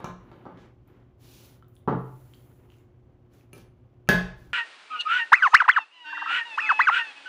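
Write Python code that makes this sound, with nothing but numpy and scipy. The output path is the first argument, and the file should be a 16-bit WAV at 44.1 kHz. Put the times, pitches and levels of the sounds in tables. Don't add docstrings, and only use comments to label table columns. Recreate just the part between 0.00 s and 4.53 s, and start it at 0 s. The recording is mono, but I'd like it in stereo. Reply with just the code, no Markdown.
import sys
import numpy as np
from scipy import signal
from scipy.io import wavfile

SR = 44100
rng = np.random.default_rng(int(sys.argv[2]) if len(sys.argv) > 2 else 0)


def master_out(mix):
    frames = np.transpose(np.atleast_2d(mix))
    ceiling = np.clip(frames, -1, 1)
    pcm = np.round(ceiling * 32767).astype(np.int16)
    wavfile.write(sys.argv[1], SR, pcm)


def rack_gain(trim_db):
    fader = np.asarray(trim_db, float)
    return 10 ** (fader / 20)


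N = 199847


def rms_one(x):
    return x / np.sqrt(np.mean(x ** 2) + 1e-20)


def at_hz(points, hz, axis=1):
    table = np.array(points)
    return np.interp(np.log(hz), np.log(table[:, 0]), table[:, axis])


def butter(x, hz, kind, order=2):
    return signal.sosfilt(signal.butter(order, hz, kind, fs=SR, output="sos"), x)


def drift(rate_hz):
    pole = np.exp(-80 * np.pi * rate_hz / SR)
    noise = rng.standard_normal(N // 40 + 2002)
    slow = signal.lfilter([1], [1, -2 * pole, pole * pole], noise)[2000:]
    return np.interp(np.arange(N) / 40, np.arange(len(slow)), rms_one(slow))


def ring(clicks, hz, t60_s):
    decay, turn = rack_gain(-60 / (t60_s * SR)), 2 * np.pi * hz / SR
    poles = [1, -2 * decay * np.cos(turn), decay * decay]
    return signal.lfilter([0, np.sin(turn)], poles, clicks + 1e-18)


def struck(modes, s, strength_db, damping, spread_db, tilt_db=0):
    at, out = np.round(s * SR).astype(int), np.zeros(N)
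    chance = rng.standard_normal((len(at), len(modes)))
    for k, (hz, level_db, t60_s) in enumerate(modes):
        clicks = np.zeros(N)
        octaves = np.log2(hz / 2500)
        blow_db = strength_db + level_db + tilt_db * octaves + spread_db * chance[:, k]
        np.add.at(clicks, at, rack_gain(blow_db))
        out += ring(clicks, hz, damping * t60_s)
    return out


BAND_EDGES = 25 * 2 ** np.arange(0, 9.6, .5)
# (frequency [Hz], likeness [0 to 1])
MIC_LIKENESS = [(60, 0.97), (150, 0.89), (300, 0.45), (600, 0), (1650, 0.026), (15000, 0.13)]


def stereo_bands(size, closeness):
    white = rng.standard_normal((2, 2, size))
    for k, (low, high) in enumerate(zip(BAND_EDGES, BAND_EDGES[1:])):
        mid, side = butter(white[k % 2], [low, high], "band")
        hz = np.sqrt(low * high)
        alike = np.clip(at_hz(MIC_LIKENESS, hz), 0, 1)
        alike += np.clip(closeness, 0, 1) * (1 - alike)
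        yield hz, np.sqrt(1 + alike) * mid + np.sqrt(1 - alike) * side * [[1], [-1]]


def coloured(spectrum, closeness):
    low, high = spectrum[0][0], spectrum[-1][0]
    bands = stereo_bands(N, closeness)
    return rms_one(sum(rack_gain(at_hz(spectrum, hz)) * band for hz, band in bands if low <= hz <= high))


def from_left(x, pan_db):
    return np.array([x, np.roll(x, 1)]) * rack_gain([[pan_db / 2], [-pan_db / 2]])


# (frequency [Hz], relative level [dB per Hz])
ROOM_COLOUR = [(15, -50), (25, -1), (123, -2), (145, -13.5), (242, -10.5), (326, -14.5), (363, -14.5),
               (775, -22), (1040, -28), (1610, -72), (2410, -34), (3340, -54.5), (16000, -65.5)]


def room_noise():
    level_db = -56.5
    return rack_gain(level_db) * coloured(ROOM_COLOUR, closeness=0)


# (frequency [Hz], level before the waver [dB rms])
HUM_TONES = [(118.4, -59), (242.2, -73.5), (279.9, -82), (360.7, -67.5)]


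def hum(waver_db, phase_spread_rad):
    t, out = np.arange(N) / SR, 0
    for hz, level_db in HUM_TONES:
        height = np.sqrt(2) * rack_gain(level_db + waver_db * drift(11.0))
        phase = phase_spread_rad * drift(2.2)
        out = out + height * np.sin(2 * np.pi * hz * t + phase)
    return out


# (start [s], length [s], paper [dB], hands [dB], dull shuffle [dB])
TABLE_STROKES = [(-.05, 0.15, -105, -93, -47), (0.16, 0.41, -86, -108, -56.5),
                 (0.541, 0.15, -88, -71.5, -55), (0.837, 0.18, -93, -90, -61.5),
                 (1.172, .39, -59, -59, -61), (1.7, 0.12, -75.5, -93, -85.5), (1.91, 0.75, -68, -79, -67.5),
                 (2.65, 0.19, -74.5, -80, -68), (3.286, 0.16, -73, -73, -68),
                 (3.508, 0.14, -72, -63, -60.5), (4.326, 0.21, -73, -72, -63)]
# (paper [dB], hands [dB], shuffle [dB])
REST_LEVELS = (-97, -91.5, -70)
# (paper [dB], hands [dB], shuffle [dB])
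STROKE_ARCH = (-11, -13, -2)


def strokes():
    rise_s, fade_t60_s = 0.052, 0.18
    t = np.arange(N) / SR
    gains = rack_gain(np.array(REST_LEVELS))[:, None] * np.ones(N)
    for s, length_s, *levels_db in TABLE_STROKES:
        off_middle = (2 * np.clip((t - s) / length_s, 0, 1) - 1) ** 2
        fade_db = -60 * np.maximum(t - s - length_s, 0) / fade_t60_s
        start = np.clip((t - s) / rise_s, 0, 1) ** 2
        stroke_db = np.array(levels_db)[:, None] + np.outer(STROKE_ARCH, off_middle) + fade_db
        gains = gains + rack_gain(stroke_db) * start
    return gains


def grain(rate_hz, depth_db):
    return rms_one(rack_gain(depth_db * drift(rate_hz)))


# (frequency [Hz], relative level [dB per Hz])
PAPER_COLOUR = [(4000, -20), (5500, -23), (7500, -12.5), (10500, -8.5), (14500, -9), (18000, -6.5)]


def paper_slides(gain):
    return gain * grain(60, depth_db=1.2) * coloured(PAPER_COLOUR, closeness=0.14)


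# (frequency [Hz], relative level [dB per Hz])
HANDS_COLOUR = [(900, -2.5), (1800, -14.5), (3000, 6.5), (4500, -1.5), (6500, 1.5), (9000, -15)]


def hands_rub(gain):
    return gain * grain(58, depth_db=1.0) * coloured(HANDS_COLOUR, closeness=0.5)


# (frequency [Hz], relative level [dB per Hz])
WOOD_COLOUR = [(120, 0.5), (300, 12), (600, -0.5), (1200, -3), (2000, -8.5), (3500, -17.5)]


def wood_shuffle(gain):
    return gain * grain(30, depth_db=1.5) * coloured(WOOD_COLOUR, closeness=0.106)


def bursts(s, level_db, decay_s):
    clicks = np.zeros(N)
    jolts = rng.choice([-1., 1.], N)
    clicks[np.round(s * SR).astype(int)] = rack_gain(level_db)
    fall = np.exp(-1 / (decay_s * SR))
    return signal.lfilter([1], [1, -fall], clicks + 1e-18) * jolts


# (time [s], force on the table [dB], hardness on wood: upper against lower modes [dB],
# metal contact [dB], sharpness of the metal edge against the contact [dB])
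KNOCK_BLOWS = [(0.002, -55, 20.5, -46, -10), (0.043, -30.5, 1, -34.5, -15), (0.315, -37.5, -5, -50, -16),
               (0.454, -33.5, -7, -52.5, -42), (0.464, -38, 0, -77, -30), (0.573, -46, -8, -48.5, -40),
               (1.876, -14, -4, -46, -18), (1.882, -18, -2, -47.5, -11.5), (1.889, -22, -4, -43.5, -16),
               (1.923, -22.5, -16.5, -55, -18), (3.092, -49.5, -22, -74, -30),
               (3.532, -38, -22, -55.5, 13.5), (3.548, -47.5, -22, -67, 11), (3.58, -46.5, -9, -52.5, 3),
               (4.0891, -18.5, 3, -10.5, -0.5), (4.094, -13.5, -14, -18, -14)]
# (frequency [Hz], relative level [dB], t60 before damping [s])
TABLE_MODES = [(129.4, -11, 1.57), (180.6, -2.5, 0.66), (301, -7.5, 0.23), (368.8, -12.5, 0.4),
               (583, 3, 0.015), (642, -30.5, 0.45), (908, -26, 0.2), (870, -27, 2.3), (1040, -21, 0.63),
               (1134, -35, 0.44), (1200, -6.5, 0.05)]
# (frequency [Hz], level before the tilt [dB], t60 before damping [s])
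TIN_MODES = [(1287, -14, .15), (1512, -9, .25), (1527, -8, .33), (1557, -4, .33), (1640, -9, .15),
             (1683, 0, .24), (1702, -9, .3), (1808, -12, .22), (2312, -19, .3), (2505, -20, .25),
             (2688, -12, .14), (2760, -17, .15), (2897, -17, .25), (2970, -18, .22), (3297, -19, .25),
             (3865, -23, .25), (4193, -21, .2), (5060, -28, .25), (6266, -33, .25), (6718, -30, .2),
             (7660, -26, .12)]
# (time [s], relative level [dB])
CUTTER_POP = (4.0892, -24)


def knocks():
    s, low_db, hardness_db, clank_db, edge_db = np.transpose(KNOCK_BLOWS)
    high_db, crack_db = low_db + hardness_db, clank_db + edge_db
    tin_db = clank_db - 18.5

    low = struck(TABLE_MODES[:4], s, low_db - 13.5, damping=0.5, spread_db=6.0)
    low += butter(bursts(s, low_db + 14, decay_s=0.0064), [90, 400], "band")
    high = struck(TABLE_MODES[4:], s, high_db + 5.0, damping=0.12, spread_db=5.0)
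    high += butter(bursts(s, high_db + 3.5, decay_s=0.0083), [400, 1350], "band")
    wood = butter(low + high, 1297, "low", order=3)

    clank = butter(bursts(s, clank_db + 0.5, decay_s=0.003), [1700, 3700], "band")
    crack = butter(bursts(s, crack_db + 6.5, decay_s=0.00057), 7570, "high", order=2)

    pop_s, pop_db = CUTTER_POP
    tin = struck(TIN_MODES, np.append(s, pop_s), np.append(tin_db, pop_db),
                 damping=.85, spread_db=1.5, tilt_db=-4)
    return wood, clank, crack, tin


# (time [s], relative level [dB], pitch [Hz])
SMALL_TICKS = [(0.045, -32.5, 6000), (0.876, -51, 13400), (1.625, -46, 1320), (1.645, -62, 3600),
               (1.683, -46.5, 14900), (1.7523, -54, 15000), (1.754, -48, 9600), (1.766, -51, 3460),
               (2.337, -43, 3140), (2.345, -49.5, 4370), (2.689, -58, 1060), (2.702, -49, 2900),
               (2.72, -51.5, 3000), (2.74, -56, 2760), (2.785, -59, 7060), (3.337, -56, 6770),
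               (3.41, -55.5, 2510)]
# (time [s], relative level [dB], brightness [dB per octave])
FAINT_CLINKS = [(0.045, -52.5, 0.5), (3.5309, -53, 6), (4.075, -59.5, -3.5)]
# (frequency [Hz], level before the brightness [dB], t60 [s])
CLINK_MODES = [(1298, 0, 0.18), (1820, -12, 0.15), (2373, 2.5, 0.097), (2627, 3.5, 0.03), (2805, -2, 0.067),
               (4200, -9, 0.039), (6320, -9, 0.033), (9600, -6, 0.0115)]


def ticks(snap_db):
    cycles_to_die = 21
    overtone, overtone_db = 2.3, -16.5
    when, clink_db, tilt_db = np.transpose(FAINT_CLINKS)
    out = struck(CLINK_MODES, when, clink_db, damping=1, spread_db=0, tilt_db=tilt_db)
    t = np.arange(SR // 5) / SR
    for s, level_db, hz in SMALL_TICKS:
        upper_hz = overtone * hz
        upper = rack_gain(overtone_db) * np.sin(2 * np.pi * upper_hz * t) * (upper_hz < SR / 2)
        shape = (np.sin(2 * np.pi * hz * t) + upper) * rack_gain(-60 * t * hz / cycles_to_die)
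        shape[:2] += rack_gain(snap_db) * np.array([1, -1])
        at = round(s * SR)
        out[at:at + len(t)] += rack_gain(level_db) * shape
    return out


# (frequency [Hz], t60 [s], relative level [dB])
KITCHEN_ECHOES = [(48.3, 0.94, 11), (93.7, 0.29, -5.5), (200, 0.34, -3), (470, 0.48, 0), (1550, 0.47, 4.5),
                  (3730, 0.44, 4.5), (8260, 0.4, 5.5), (14000, 0.21, 6)]


def kitchen(x, first_echo_s):
    t, echoes = np.arange(SR) / SR, 0
    for hz, band in stereo_bands(SR, closeness=0):
        t60_s = at_hz(KITCHEN_ECHOES, hz)
        level_db = at_hz(KITCHEN_ECHOES, hz, axis=2)
        echoes = echoes + band * rack_gain(level_db - 60 * t / t60_s) / np.sqrt(t60_s)
    onset = np.clip(t / first_echo_s - 1, 0, 1)
    echoes *= onset * np.sqrt(6 * np.log(10) / SR)
    return signal.fftconvolve(x[None], echoes, axes=1)[:, :N]


# (time of the middle [s], spread of the swell [s], level before the low cut [dB])
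TABLE_PUSH = (3.63, .05, -56)


def push():
    s, rise_s, level_db = TABLE_PUSH
    swell = np.exp(-.5 * ((np.arange(N) / SR - s) / rise_s) ** 2)
    rumble = rms_one(butter(rng.standard_normal(N), [35, 60], "band"))
    return rack_gain(level_db) * swell * rumble


def scene():
    background = room_noise() + hum(waver_db=0.5, phase_spread_rad=0.58)
    sliding, rubbing, shuffling = strokes()
    paper = paper_slides(sliding)
    friction = hands_rub(rubbing) + wood_shuffle(shuffling)
    wood, clank, crack, tin = knocks()
    small = ticks(snap_db=-11)

    near = wood * rack_gain([[.7], [-.7]]) + friction * rack_gain([[.6], [-.6]])
    near = near + from_left(clank + tin + small, pan_db=7) + from_left(rack_gain(0.5) * crack, pan_db=.3)

    sent = rack_gain(0.6) * (wood + clank) + rack_gain(-11.5) * crack + rack_gain(-5.5) * tin + rack_gain(-7.5) * small
    echoes = kitchen(sent, first_echo_s=0.00065)
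    return near + paper + echoes + push() + background


def roll_off(x):
    return signal.sosfilt(signal.butter(12, 16830, fs=SR, output="sos"), x)


# (lower edge [Hz], upper edge [Hz])
TREBLE_DIPS = [(8050, 9050), (11200, 13200)]
# (frequency [Hz], width [Hz], lift before the treble cut [dB])
TREBLE_PEAK = (14600, 2400, 7)


def record(dry):
    x = butter(dry, 52.7, "high", order=3)
    for edges in TREBLE_DIPS:
        x = butter(x, edges, "bandstop", order=2)
    hz, width_hz, lift_db = TREBLE_PEAK
    peak = butter(x, [hz - width_hz / 2, hz + width_hz / 2], "band", order=1)
    x = x + (rack_gain(lift_db) - 1) * peak
    x = butter(x, 14800, "low", order=4)
    steep_cut = signal.cheby2(12, 70, 16600, fs=SR, output="sos")
    mix = signal.sosfilt(steep_cut, x)
    return roll_off(mix)


dry = scene()
out = record(dry)
master_out(out)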